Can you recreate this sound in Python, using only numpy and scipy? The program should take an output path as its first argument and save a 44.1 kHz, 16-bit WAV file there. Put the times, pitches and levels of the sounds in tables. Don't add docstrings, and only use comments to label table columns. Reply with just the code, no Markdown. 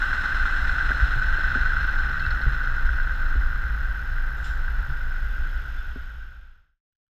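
import sys
import numpy as np
from scipy import signal
from scipy.fft import rfft, irfft, next_fast_len
from scipy.io import wavfile
from scipy.ndimage import uniform_filter1d, map_coordinates

SR = 44100
rng = np.random.default_rng(int(sys.argv[2]) if len(sys.argv) > 2 else 0)


def materialize(psi):
    bounded = np.clip(np.atleast_2d(psi).T, -1, 1)
    quanta = np.round(bounded * 32767).astype(np.int16)
    wavfile.write(sys.argv[1], SR, quanta)


N = 312669

CYCLE_HZ = 9.187

# pitch_hz, gain_db
YARD_COLOUR = [(200, -4), (480, 0), (535, 4), (620, -0.5), (1000, 1.5), (2250, 0.5), (2600, 2), (3500, -3),
               (4650, -11), (5250, -4.5), (5850, -19), (6400, -11.5), (6800, -19), (9500, -26.5),
               (12500, -30.5), (14500, -49)]
FAN_COLOUR = [(3000, -18.5), (6000, 3), (7500, 4.5), (8500, -1), (9800, -12), (10450, 3), (10750, -5.5),
              (11000, -4), (11800, -14), (14000, -15), (14500, -27.5)]
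BAY_COLOUR = [(1500, -12), (2500, 1), (3400, 2.5), (4600, -14), (5300, -7.5), (6000, -22), (6420, -11),
              (6800, -21.5), (10000, -32.5)]
PUFF_COLOUR = [(1200, -27), (2600, 1), (3600, 8), (4600, -8), (5250, 1.5), (5900, -9), (6600, -8),
               (7300, 0), (7900, -11), (8600, -13.5), (9500, -22), (14000, -30)]
RUMBLE_COLOUR = [(4, -26.5), (11, -9), (20, 8.5), (26, 8), (37, -7), (50, 3.5), (61, -3), (74, -15.5),
                 (92, -28), (135, -26.5), (180, -36), (400, -80)]
RATTLE_COLOUR = [(500, -47.5), (950, -28), (1180, -16), (1350, -9.5), (1405, -4), (1450, -3), (1530, -1.5),
                 (1590, -3.5), (1700, -12.5), (1820, -14.5), (1960, -14.5), (2080, -20.5), (2190, -42),
                 (3000, -62)]
BRIGHT_COLOUR = [(1500, -20.5), (2250, -3.5), (2550, 3.5), (3000, 0), (3700, -1.5), (4180, 1),
                 (4650, -20.5), (5250, -3.5), (5650, -19), (5950, -14), (6500, -19.5), (8000, -24),
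                 (9700, -40.5), (14000, -60)]
BLOCK_COLOUR = [(60, -12), (100, 5.5), (150, 10), (200, 4.5), (290, 7.5), (400, 1), (480, 1), (680, 1.5),
                (830, 7.5), (1000, -1), (1400, -21.5), (2500, -54.5)]

# start_s, level_db
PUFFS = [(4.37, -59), (4.425, -58.5), (4.441, -48)]
# start_s, relative_db
TICKS = [(2.195, -33), (2.262, -35), (2.306, -33), (2.415, -34)]
# pitch_hz, gain_db, ring_s
TICK_NOTES = [(3930, 6.5, 0.03), (4260, 6, 0.038), (5300, -4, .04)]
# start_s, length_s, start_hz, end_hz, level_db
SQUEAKS = [(2.222, 0.045, 2620, 2670, -40.5), (5.769, 0.042, 3570, 3460, -51)]
# start_s, relative_db, pitch_hz, swell_s
JOLTS = [(.612, -13.5, 49.7, 0.02), (1.02, -5, 53.2, 0.013), (1.156, -23, 125, 0.016),
         (1.587, -12, 46.1, 0.028), (2.031, -17, 48.3, 0.028), (2.261, -15.5, 70.6, 0.011),
         (2.458, -6.5, 53.3, 0.017), (2.458, -20.5, 129, 0.016), (2.835, -12.5, 51.8, 0.023),
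         (3.356, -9, 50.5, 0.024), (3.79, -11.5, 29.2, 0.047), (4.486, -18, 51, 0.012),
         (4.875, -27.5, 124, 0.025)]
# start_s, peak_db, hardness_db_per_octave
TAPS = [(0.906, -26, 1), (1.16, -36, -11.5), (1.386, -29, 4.5), (1.557, -22.5, -1), (2.101, -36, -6),
        (2.408, -31, 12), (2.464, -31.5, -7), (3.356, -31, -7), (5.96, -25, .8)]
# pitch_hz, gain_db, ring_s
CASE_NOTES = [(175, -8, 0.044), (264, -1, 0.055), (325, -7.5, 0.054), (403, -5, 0.045), (530, -7.5, 0.022),
              (640, -8, 0.037), (760, -11.5, .03)]
# multiple_of_firing_rate, gain_db
HUM_TONES = [(1, 9.5), (3, 4), (4, -4), (5, -3), (6, -12), (8.5, -6.5)]

# time_s, relative_db
WALK_AWAY = [(0.15, -25.5), (1.12, -26), (1.18, -27), (1.47, -26), (4.09, -34.5), (4.99, -34), (5.0, -35.5)]
# knock_db, slap_db, clatter_db, view_s
CYLINDERS = [(3.5, -5, -3.5, 5.2), (7, 1, 1.5, 0.32), (-4.5, -2, 2.5, 4.2), (6.5, -5.5, -2, 3.2),
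             (3, -12, 2, 3.1), (4, -13, -0.5, 3.7), (4.5, -8, 0, 2.3), (2.5, 0, 1.5, 3)]
# pitch_hz, width_hz, gain_db
PANEL_RESONANCES = [(1315, 81, -4), (1432, 109, 0.5), (1535, 85.5, 0), (1860, 250, -20)]
# pitch_hz, width_hz, gain_db
WHINE_RESONANCES = [(1460, 48, -2), (1522, 67, -0.5), (1590, 36.3, -2)]
# multiple_of_cycle_rate, gain_db
BLOCK_TONES = [(8, 4.5), (11, -5.5), (12, -9), (17, -13.5), (24, -13.5), (80, -21), (96, -17.5),
               (104, -16.5)]


def amp(db):
    return 10 ** (np.asarray(db) / 20)


def unit(x):
    return x / np.sqrt(np.mean(x ** 2) + 1e-20)


def clock():
    return np.arange(N) / SR


def passing(at_s, over_s):
    return .5 + .5 * np.tanh((clock() - at_s) / (2 * over_s))


def pass_by(nearest_s, near_for_s):
    return -10 * np.log10(1 + ((clock() - nearest_s) / near_for_s) ** 2)


def wobble(rate_hz):
    return map_coordinates(rng.standard_normal(int(N * rate_hz / SR) + 4), [clock() * rate_hz])


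def coloured(x, colour):
    size = 2 * next_fast_len(N // 2 + SR // 2)
    hz, db = np.transpose(colour)
    curve_db = np.interp(np.log(np.fft.rfftfreq(size, 1 / SR) + 1), np.log(hz + 1), db)
    cepstrum = irfft(np.log(amp(curve_db)))
    cepstrum[1:size // 2] *= 2
    cepstrum[size // 2 + 1:] = 0
    return unit(irfft(rfft(x, size) * np.exp(rfft(cepstrum)))[:N])


def noise(colour):
    return coloured(rng.standard_normal(N), colour)


def resonate(x, resonances, top_hz=3500):
    size = next_fast_len(N + SR // 2)
    f = np.fft.rfftfreq(size, 1 / SR)
    response = sum((-1) ** k * amp(db) * 1j * f * width / (hz * hz - f * f + 1j * f * width)
                   for k, (hz, width, db) in enumerate(resonances))
    return unit(irfft(rfft(x, size) * response / (1 + 1j * f / top_hz) ** 2, size)[:N])


def camera_whistle(pitch_hz=12900, frame_hz=47.98, on_share=.44, level_db=-62.5):
    frame = clock() * frame_hz - .46
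    phases = rng.uniform(0, 2 * np.pi, int(frame[-1]) + 2)
    phase = phases[np.floor(frame + 1 / 4).astype(int)]
    gate = uniform_filter1d((frame % 1 < on_share) * 1.0, SR // 1100)
    return amp(level_db) * gate * np.sin(2 * np.pi * pitch_hz * clock() + phase)


def in_bay():
    return passing(at_s=5.38, over_s=.35)


def yard_hiss():
    bay = amp(-54) * in_bay() * noise(BAY_COLOUR)
    machines = amp(-53) * noise(YARD_COLOUR)
    fan = amp(-65.5 - 15 * passing(at_s=1.35, over_s=.22)) * noise(FAN_COLOUR)
    return bay + machines + fan


def air_valve(rise_s=0.0012, die_away_s=0.46):
    loudness = np.zeros(N)
    for start_s, db in PUFFS:
        age = np.maximum(clock() - start_s, 0)
        loudness += amp(db - 60 * age / die_away_s) * (1 - np.exp(-age / rise_s))
    return loudness * noise(PUFF_COLOUR)


def loose_metal():
    out, t = np.zeros(N + SR), np.arange(SR // 8) / SR
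    for start_s, relative_db in TICKS:
        ring = sum(amp(db + rng.normal(0, 2.7) - 60 * t / ring_s) * np.sin(2 * np.pi * hz * t)
                   for hz, db, ring_s in TICK_NOTES)
        out[round(start_s * SR):][:len(t)] += amp(relative_db - 10) * ring * (1 - np.exp(-t / 0.00065))
    for start_s, length_s, start_hz, end_hz, db in SQUEAKS:
        progress = np.clip(t / length_s, 0, 1)
        hz = start_hz + (end_hz - start_hz) * progress + 45 * wobble(270)[:len(t)]
        tone = np.sin(2 * np.pi * np.cumsum(hz) / SR)
        out[round(start_s * SR):][:len(t)] += amp(db) * np.sin(np.pi * progress) * tone
    return out[:N]


def camera_bumps(scuff_s=0.049):
    out, t = np.zeros(N + SR), np.arange(SR // 3) / SR
    for start_s, db, hz, swell_s in JOLTS:
        swell = (t / swell_s * np.exp(1 - t / swell_s)) ** 2
        out[round(start_s * SR):][:len(t)] -= amp(db - 4.5) * swell * np.sin(2 * np.pi * hz * t)
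    for start_s, peak_db, hardness in TAPS:
        force = rng.standard_normal(len(t)) * amp(-60 * t / scuff_s)
        force[0] = np.linalg.norm(force)
        ring = sum(amp(db + hardness * np.log2(hz) - 60 * t / ring_s) * np.sin(2 * np.pi * hz * t)
                   for hz, db, ring_s in CASE_NOTES)
        tap = signal.fftconvolve(force, ring)[:len(t)]
        out[round(start_s * SR):][:len(t)] += amp(peak_db) * tap / np.abs(tap).max()
    return out[:N]


def rumble(throb_hz=24.8):
    churn = noise(RUMBLE_COLOUR)
    churn /= np.sqrt(np.abs(uniform_filter1d(churn ** 2, SR // 6)) + 0.13)
    throb = amp(-6 + 1.5 * wobble(1.2)) * np.sin(2 * np.pi * throb_hz * clock() + 0.8 * wobble(3.5))
    level_db = -22.5 + pass_by(nearest_s=2.7, near_for_s=3.2) + 1.3 * wobble(4.9)
    return amp(level_db) * (churn + throb)


def second_diesel(firing_hz=62.9):
    away_db = pass_by(nearest_s=1.67, near_for_s=1.7)
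    phase = 2 * np.pi * np.cumsum(firing_hz + 0.14 * wobble(3)) / SR
    boom = amp(-44.5 + away_db + 2.5 * wobble(14)) * np.sin(2 * phase + 0.52 * wobble(34))
    boom *= passing(at_s=.6, over_s=.31)
    hum = sum(amp(db + 1.5 * wobble(2)) * np.sin(k * phase + rng.uniform(0, 2 * np.pi))
              for k, db in HUM_TONES)
    return np.sqrt(2) * (boom + amp(-58 + 0.93 * away_db) * hum)


def cycle_noise(repeat_share, drift_hz):
    fresh = rng.standard_normal(N)
    period = round(SR / CYCLE_HZ)
    place = clock() * drift_hz
    patterns = rng.standard_normal((int(place[-1]) + 2, period))
    row, col = place.astype(int), np.arange(N) % period
    blend = place % 1 * np.pi / 2
    repeating = patterns[row, col] * np.cos(blend) + patterns[row + 1, col] * np.sin(blend)
    return np.sqrt(repeat_share) * repeating + np.sqrt(1 - repeat_share) * fresh


def engine_strokes(scatter_db=1.2, decay_s=.0024, delay_s=.005, jitter_s=.0002,
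                   in_view_s=1.2, hidden_db=-6):
    knock_db, slap_db, clatter_db, view_s = np.transpose(CYLINDERS)
    count = len(CYLINDERS)
    firing = (clock() - delay_s + jitter_s * wobble(110)) * CYCLE_HZ * count
    fired, slapped = np.floor(firing).astype(int), np.floor(firing - .5).astype(int)
    chance_db = scatter_db * rng.standard_normal((2, fired[-1] + 2))
    hidden = 1 - np.exp(-((clock() - view_s[fired % count]) / in_view_s) ** 2)
    decay = lambda phase: np.exp(-(phase % 1) / (CYCLE_HZ * count * decay_s))
    knock = amp(knock_db[fired % count] + hidden_db * hidden + chance_db[0, fired]) * decay(firing)
    slap = amp(slap_db[slapped % count] + chance_db[1, slapped]) * decay(firing - .5)
    beat = 1 - 0.78 * passing(at_s=4.3, over_s=.25)
    clatter = amp(beat * np.interp(firing - .5, np.arange(count), clatter_db, period=count))
    return unit(knock + slap), unit(clatter)


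def main_diesel():
    blows, clatter = engine_strokes()
    walk_db = np.interp(clock(), *np.transpose(WALK_AWAY)) - 2.5 * in_bay()
    away_db = walk_db - walk_db.max()
    hammer = np.maximum(np.diff(blows, prepend=blows[0]), 0)
    strike = resonate(hammer, PANEL_RESONANCES)
    whine = resonate(clatter * cycle_noise(repeat_share=0.42, drift_hz=1.37), WHINE_RESONANCES)
    shaking = np.hypot(amp(-5.5) * blows, amp(-3.5) * clatter)
    rattle = coloured(shaking * cycle_noise(repeat_share=0.73, drift_hz=1.317), RATTLE_COLOUR)
    rattle *= amp(0.16 * (walk_db - walk_db.mean()))
    ring = unit(amp(-8.5) * strike + amp(-4.2) * whine + rattle)
    uneven = (clatter + 0.2 * blows) * amp(0.55 * wobble(28))
    bright = coloured(uneven * cycle_noise(repeat_share=0.27, drift_hz=1.2), BRIGHT_COLOUR)
    block = coloured((1 + 0.2 * blows) * cycle_noise(repeat_share=0.5, drift_hz=1.09), BLOCK_COLOUR)
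    for k, db in BLOCK_TONES:
        strength = np.sqrt(2) * amp(db + 3.5 * wobble(3.1))
        block += strength * np.sin(2 * np.pi * k * CYCLE_HZ * clock() + 0.35 * wobble(4.5))
    return (amp(walk_db - 0.86) * ring
            + amp(-44 + 1.62 * away_db) * bright
            + amp(-46.5 + 0.81 * away_db) * block)


def scene():
    machines = main_diesel() + second_diesel() + rumble()
    return (machines + camera_bumps() + loose_metal() + yard_hiss() + air_valve() + camera_whistle())[None]


def record(dry, fade_start_s=5.34, fade_end_s=6.81, floor_db=-75.5, top_hz=14500):
    gone = np.clip((clock() - fade_start_s) / (fade_end_s - fade_start_s), 0, 1)
    fade = np.cos(np.pi / 2 * gone) ** 2 + amp(floor_db)
    size = next_fast_len(N + SR // 2)
    kept = np.fft.rfftfreq(size, 1 / SR) < top_hz
    return irfft(rfft(dry * fade, size) * kept, size)[:, :N]


dry = scene()
out = record(dry)
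materialize(out)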